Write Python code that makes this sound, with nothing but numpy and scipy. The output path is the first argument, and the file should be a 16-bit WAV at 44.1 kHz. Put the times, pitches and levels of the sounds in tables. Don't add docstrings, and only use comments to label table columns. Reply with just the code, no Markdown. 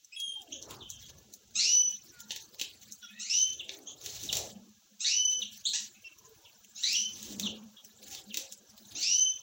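import sys
import numpy as np
from scipy import signal
from scipy.io import wavfile
from scipy.ndimage import uniform_filter1d

SR = 44100
rng = np.random.default_rng(int(sys.argv[2]) if len(sys.argv) > 2 else 0)


def transcribe(signal):
    frames = np.atleast_2d(signal).T
    limited = np.clip(frames, -1, 1)
    pcm = np.round(limited * 32767).astype(np.int16)
    wavfile.write(sys.argv[1], SR, pcm)


N = 415422


def undb(db):
    return 10 ** (np.asarray(db) / 20)


def band(x, lo_hz, hi_hz):
    edges = [lo_hz, min(hi_hz, .45 * SR)]
    return signal.sosfilt(signal.butter(2, edges, "bandpass", fs=SR, output="sos"), x)


def unit(x):
    return x / np.sqrt(np.mean(x ** 2))


def noise_band(lo_hz, hi_hz, count=N):
    return unit(band(rng.standard_normal(count), lo_hz, hi_hz))


def walk(rate):
    spacing = int(SR / rate)
    steps = np.repeat(rng.standard_normal(N // spacing + 1), spacing)
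    return unit(uniform_filter1d(steps, spacing)[:N])


def add(out, s, sound):
    i = int(s * SR)
    out[i:i + len(sound)] += sound[:len(out) - i]


SETTLE = 1.21


def swells(s, fade_s, db, rest_db):
    late = np.arange(0, N, 64) / SR - s[:, None]
    down_db = 20 * np.maximum(-late, late / SETTLE) / fade_s[:, None]
    gain = undb(rest_db) + undb(db[:, None] - down_db).sum(axis=0)
    return np.repeat(gain, 64)[:N]


AIR_DB, RUMBLE_DB = -46, -67


def steady_air():
    return undb(AIR_DB + walk(3.8)) * rng.standard_normal(N)


def rumble():
    return undb(RUMBLE_DB) * noise_band(50., 1500.0)


HUM_HZ, REST_HUM_DB = 212, -76
# peak t/s, build-up per 20 dB t/s, level/dB
HUM_SWELLS = [(1.388, 1.4, -55.5), (3.17, 0.7, -53), (4.56, 0.2, -42), (5.45, 0.85, -55),
              (6.82, 0.48, -54.5), (7.3, 0.02, -49), (7.48, 0.26, -34), (8.3, 0.07, -43), (8.919, 1, -57)]


def low_hum():
    hum = noise_band(HUM_HZ - 12, HUM_HZ + 12) * undb(3 * walk(10))
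    return hum * swells(*np.transpose(HUM_SWELLS), REST_HUM_DB)


LOW_TONE_FADE_S = 0.15
# peak t/s, f/Hz, level/dB
LOW_TONES = [(1.76, 519, -47), (3.759, 396, -50), (2.32, 900, -46), (5.4, 495, -51), (6.25, 1022, -48),
             (6.311, 439, -51.5), (6.46, 943, -53), (8.15, 778, -46), (8.42, 538, -44)]


def low_tones():
    out = np.zeros(N)
    t = np.arange(-2 * LOW_TONE_FADE_S, 2 * LOW_TONE_FADE_S, 1 / SR)
    for s, hz, db in LOW_TONES:
        strip = noise_band(.97 * hz, 1.03 * hz, len(t))
        add(out, s + t[0], strip * undb(db - 20 * np.abs(t) / LOW_TONE_FADE_S))
    return out


REST_FEATHER_DB, REST_AIR_DB, REST_THUMP_DB = -57.5, -83, -74.5
# peak t/s, build-up per 20 dB t/s,
# feather rustle level/dB, moved air level/dB, thump level/dB
FLUTTERS = [(.5, 0.25, -54, -60, -67), (0.719, 0.1456, -45.5, -45.5, -45), (1.019, 0.28, -54, -77.5, -51),
            (1.2, 0.42, -55, -62, -68), (1.751, 0.6, -54.5, -66, -66.5), (2.3, 0.75, -58.5, -69, -68),
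            (2.62, 0.7, -51, -65.5, -63.5), (3.5, 0.14, -49, -71, -53.5), (3.76, 0.27, -49, -51, -66),
            (3.92, 0.04, -73, -72, -56), (4.081, 0.11, -45.5, -51, -54), (4.22, 0.29, -47.5, -60, -60),
            (4.37, 0.1753, -39.5, -40, -42.5), (5.38, 0.36, -50.5, -67, -63.5),
            (5.72, 0.45, -50, -69.5, -68), (6.299, 0.38, -71, -62, -60.5), (6.9, 0.17, -45, -63.5, -72.5),
            (7.16, 0.26, -49, -60, -55.5), (7.31, 0.1339, -47, -48, -58.5),
            (7.469, 0.1865, -53.5, -48, -50), (8.131, 0.3344, -45.5, -57.5, -60.5),
            (8.379, 0.08, -50, -48, -64.5), (8.94, 0.47, -49.5, -57.5, -57.5)]


def flutters():
    s, fade_s, feather_db, air_db, thump_db = np.transpose(FLUTTERS)
    brush = noise_band(1100.0, 17400.0) * undb(2.0 * walk(45))

    husks = (rng.random(N) < 70 / SR) * undb(7.5 + 2.77 * rng.exponential(size=N))
    husks = signal.lfilter([1], [1, -.97], husks) * rng.standard_normal(N)
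    husks = band(husks, 3600.0, 18000.)
    feathers = (brush + husks) * swells(s, fade_s, feather_db, REST_FEATHER_DB)

    thump = noise_band(44.0, 142.0) * undb(2 * walk(9))
    thump = thump * swells(s, fade_s, thump_db, REST_THUMP_DB)

    swish = np.zeros(N)
    for hz in (250.0, 370.0, 540.0, 800.0):
        swish += noise_band(hz, 1.556 * hz) * undb(4.54 * walk(14))
    swish = swish * swells(s, fade_s, air_db, REST_AIR_DB)
    return feathers, thump + swish


# t/s, crack level/dB, knock of the perch level/dB
TICKS = [(0.047, -35, -60), (0.2013, -27, -47), (0.419, -34, -59.5), (0.709, -30, -28), (0.9024, -28, -48),
         (1.338, -28.5, -39), (2.2044, -31, -33.5), (2.3068, -41, -18), (2.318, -28, -24),
         (2.362, -29, -23), (2.597, -29, -24.5), (2.6135, -22.5, -14), (2.923, -28, -60),
         (3.6924, -46, -21), (4.0613, -26, -23), (4.2364, -28, -31.5), (4.3284, -16.5, -14),
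         (4.3697, -17, -18), (6.646, -36.5, -35), (7.229, -28.5, -34), (7.325, -33.5, -47),
         (7.3974, -20, -21), (7.8477, -33, -39.5), (8.0287, -38, -36), (8.0667, -40, -34.5),
         (8.149, -29.5, -27.5), (8.3433, -24.5, -20.5), (8.372, -17.5, -19.5), (8.524, -27.5, -37),
         (8.778, -34.5, -36)]


def ticks(rattle_db=-12, knock_s=0.0051, crack_s=.0015, rattle_s=.025):
    out, t = np.zeros(N), np.arange(SR // 5) / SR
    for s, crack_db, perch_db in TICKS:
        wire, wood = rng.standard_normal((2, len(t)))
        wire[0] = wood[0] = 5
        crack = band(wire, 5370.0, 17000.0) * np.exp(-t / crack_s)
        rattle = undb(rattle_db) * band(wire, 4900.0, 21000.0) * np.exp(-t / rattle_s)
        knock = band(wood, 1400.0, 4680.0) + undb(-4) * band(wood, 250., 1400.)
        knock = knock * np.exp(-t / knock_s)
        add(out, s, undb(crack_db) * (crack + rattle) + undb(perch_db) * knock)
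    return out


def syrinx(hz, harmonics_db, edge_s, rough):
    shake = noise_band(40., 350., len(hz))
    flutter = noise_band(40., 350., len(hz))
    phase = 2 * np.pi * np.cumsum(hz * (1 + .024 * rough * shake)) / SR
    t = np.arange(len(hz)) / SR
    ends = np.clip(np.minimum(t, t[::-1]) / edge_s, 0, 1)
    rough_gain = undb(9.0 * rough * np.tanh(flutter))
    stack = sum(undb(db) * np.sin((k + 1) * phase) for k, db in enumerate(harmonics_db))
    return np.sqrt(2) * ends * rough_gain * stack


# start t/s, length t/s, first f/Hz, last f/Hz,
# level/dB before the nasal cut, step from each harmonic to the next level/dB
CHIPS = [ (0.121, 0.032, 2450, 2670, -45.5, -5), (.522, 0.014, 2730, 3433, -40, -2.5),
         (0.805, 0.037, 3810, 2970, -48.5, -19.5), (1.023, 0.029, 3430, 3260, -51.5, -13),
         (.91, 0.053, 3380, 3100, -54, -21), (1.553, 0.046, 1220, 1430, -43, 1),
         (2.117, 0.11, 1510, 1393, -52.5, -19), (3.027, 0.03, 1540, 1363, -40.5, -16),
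         (3.022, 0.06, 3444, 3346, -52, -31), (3.077, .11, 2477, 2653, -55.5, -30),
         (3.027, 0.021, 5780, 5700, -50.5, -30), (0.356, 0.23, 907, 530, -52, -53),
         (6.757, .075, 1248, 1512, -60.5, 2.5), (3.106, 0.094, 1730, 1973, -51.5, -12),
         (3.196, 0.04, 1225, 1468, -51.5, 1), (3.594, 0.021, 3850, 2670, -36, -29),
         (3.871, 0.019, 3054, 3415, -45, -1), (4.288, 0.018, 4200, 2750, -32, -47),
         (5.003, 0.045, 1218, 1448, -51, 2), (5.417, 0.017, 4127, 2750, -31, -26.5),
         (5.652, 0.028, 3100, 4450, -31, -3), (5.694, 0.011, 4500, 3620, -39, -4),
         (5.732, 0.033, 790, 1000, -43, 0.5), (5.946, 0.023, 2600, 2560, -53.5, -29),
         (6.043, 0.043, 2744, 2680, -45, -13), (6.448, .028, 3690, 2560, -53.5, -30),
         (3.242, 0.051, 1950, 2520, -47.5, -1), (6.949, 0.015, 3500, 3020, -29, -37),
         (7.427, 0.017, 4540, 3450, -36, -13.5), (7.438, 0.024, 4100, 3070, -40, -65),
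         (7.459, 0.02, 3830, 2764, -30.5, -14.5), (7.764, 0.033, 3445, 3246, -52.5, -30),
         (8.169, 0.015, 3720, 3200, -49, -36), (8.306, 0.022, 3460, 2630, -45, -55),
         (8.95, 0.051, 1176, 1512, -50.5, 1)]


def chips(rough_nasal=.5, nasal_cut_db=7):
    near, far = np.zeros(N), np.zeros(N)
    for s, length, from_hz, to_hz, db, step_db in CHIPS:
        hz = to_hz + (from_hz - to_hz) * np.linspace(1, 0, int(length * SR)) ** 1.5
        count = int(9000 / max(from_hz, to_hz))
        stack_db = db + step_db * np.arange(count)
        stack_db[0] -= nasal_cut_db * (step_db > 0)
        note = syrinx(hz, stack_db, 0.0029, rough_nasal * undb(min(step_db, 0)))
        is_far = step_db > -10 or db < -46
        add(far if is_far else near, s, note)
    return near, far


WHISTLE_HIGH_DB = [-3.5, -9]
FIRST_DB_PER_OCT, SECOND_DB_PER_OCT = -10, 3.0
RELEASE_S, FIRST_FADE_DB, SECOND_FADE_DB = .11, -16, -27
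HISS_DB, HISS_LO_HZ, HISS_HI_HZ = -6.5, 3740, 6850
# start t/s, length t/s, swell t/s, glide t/s, slowing of the glide (exponent),
# first f/Hz, held f/Hz, fundamental level/dB, second harmonic level/dB (both at the held pitch),
# third against second harmonic level/dB
WHISTLES = [(0.16, 0.24, 0.0055, .2, 1.08, 3314, 3166, -39, -56, 13),
            (1.582, 0.35, 0.013, 0.16, 2.1, 1900, 2985, -37.5, -33.5, -13),
            (3.296, 0.23, 0.0017, 0.16, 3.16, 2550, 3063, -37.5, -34, -13.5),
            (5.043, .37, 0.0032, 0.125, 1.7, 1820, 3009, -36.5, -36, -16),
            (6.825, .27, 0.0091, .2, 1.7, 1794, 3051, -37, -36.5, -11),
            (8.988, 0.37, 0.044, 0.23, 2.61, 1871, 3057, -38, -34, -16.5)]


def whistles(waver=.004, blur_per_glide=.2):
    out = np.zeros(N)
    tremble = 1 + waver * walk(120)
    puff_db = 5 * walk(300)
    for s, length, swell, glide_s, slowing, from_hz, held_hz, first_db, second_db, third_db in WHISTLES:
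        i = np.arange(int(s * SR), min(int((s + length) * SR), N))
        t = i / SR - s
        hz = held_hz + (from_hz - held_hz) * np.clip(1 - t / glide_s, 0, 1) ** slowing

        octaves_under = np.log2(held_hz / hz)
        fade = np.clip(1 - (length - t) / RELEASE_S, 0, 1)
        first_db = first_db + FIRST_DB_PER_OCT * octaves_under + FIRST_FADE_DB * fade
        second_db = second_db + SECOND_DB_PER_OCT * octaves_under + SECOND_FADE_DB * fade
        lowered_db = second_db - abs(third_db)
        stack_db = [first_db, second_db, second_db + third_db]
        stack_db += [lowered_db + db for db in WHISTLE_HIGH_DB]

        glide = uniform_filter1d(np.abs(np.gradient(np.log(hz))) * SR, size=SR // 50)
        blur = np.minimum(blur_per_glide * glide, 1)
        hiss = noise_band(HISS_LO_HZ, HISS_HI_HZ, len(t)) * np.sqrt(np.abs(blur))
        hiss = hiss * undb(second_db + HISS_DB + puff_db[i])
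        tone = syrinx(hz * tremble[i], stack_db, 0.0023, blur)
        add(out, s, (tone + hiss) * np.minimum(t / swell, 1) ** 2)
    return out


ROOM_T60_S, ROOM_GAP_S = 0.35, 0.003
NEAR_ROOM_DB, FAR_ROOM_DB = -7, -1


def room(x):
    t = np.arange(int(ROOM_T60_S * SR)) / SR
    tail = rng.standard_normal(len(t)) * np.exp(-np.log(1000) * t / ROOM_T60_S) * (t > ROOM_GAP_S)
    tail = band(tail, 150., 9600.0)
    return signal.fftconvolve(x, tail / np.linalg.norm(tail))[:N]


def scene():
    feathers, moved_air = flutters()
    near_chips, far_chips = chips()
    near = near_chips + ticks() + feathers
    far = far_chips + whistles()
    walls = room(undb(NEAR_ROOM_DB) * near + undb(FAR_ROOM_DB) * far)
    background = steady_air() + rumble() + low_hum() + low_tones() + moved_air
    return (near + far + walls + background)[None]


SUPPRESS, LEAK_DB = 1.2, -15
TOP_HZ = 15900
# f/Hz, level/dB
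MIC = [(30, -40.5), (50, -8), (130, -7), (700, -14), (1050, -18), (2200, -10), (2900, -2.5), (3900, -0.5),
       (5000, -4), (6000, 4.5), (7500, -2.5), (8600, -19.5), (10000, -12.5), (12800, -22), (15200, -2.5)]


def record(dry):
    f, _, z = signal.stft(dry, SR, nperseg=1024, noverlap=768)
    hz, db = np.transpose(MIC)
    z = z * undb(np.interp(np.log(f + 1), np.log(hz), db))[:, None]

    power = uniform_filter1d(np.abs(z) ** 2, size=3, axis=-1)
    power = np.where(f[:, None] > 1800, uniform_filter1d(power, size=25, axis=1), power)
    steady = np.percentile(power, 30, axis=-1, keepdims=True)
    kept = 1 - SUPPRESS * steady / (power + 1e-18)
    z = z * np.sqrt(np.maximum(kept, undb(2 * LEAK_DB)))

    out = signal.istft(z, SR, nperseg=1024, noverlap=768)[1][:, :N]
    return signal.sosfilt(signal.ellip(10, .2, 70, TOP_HZ, fs=SR, output="sos"), out)


dry = scene()
out = record(dry)
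transcribe(out)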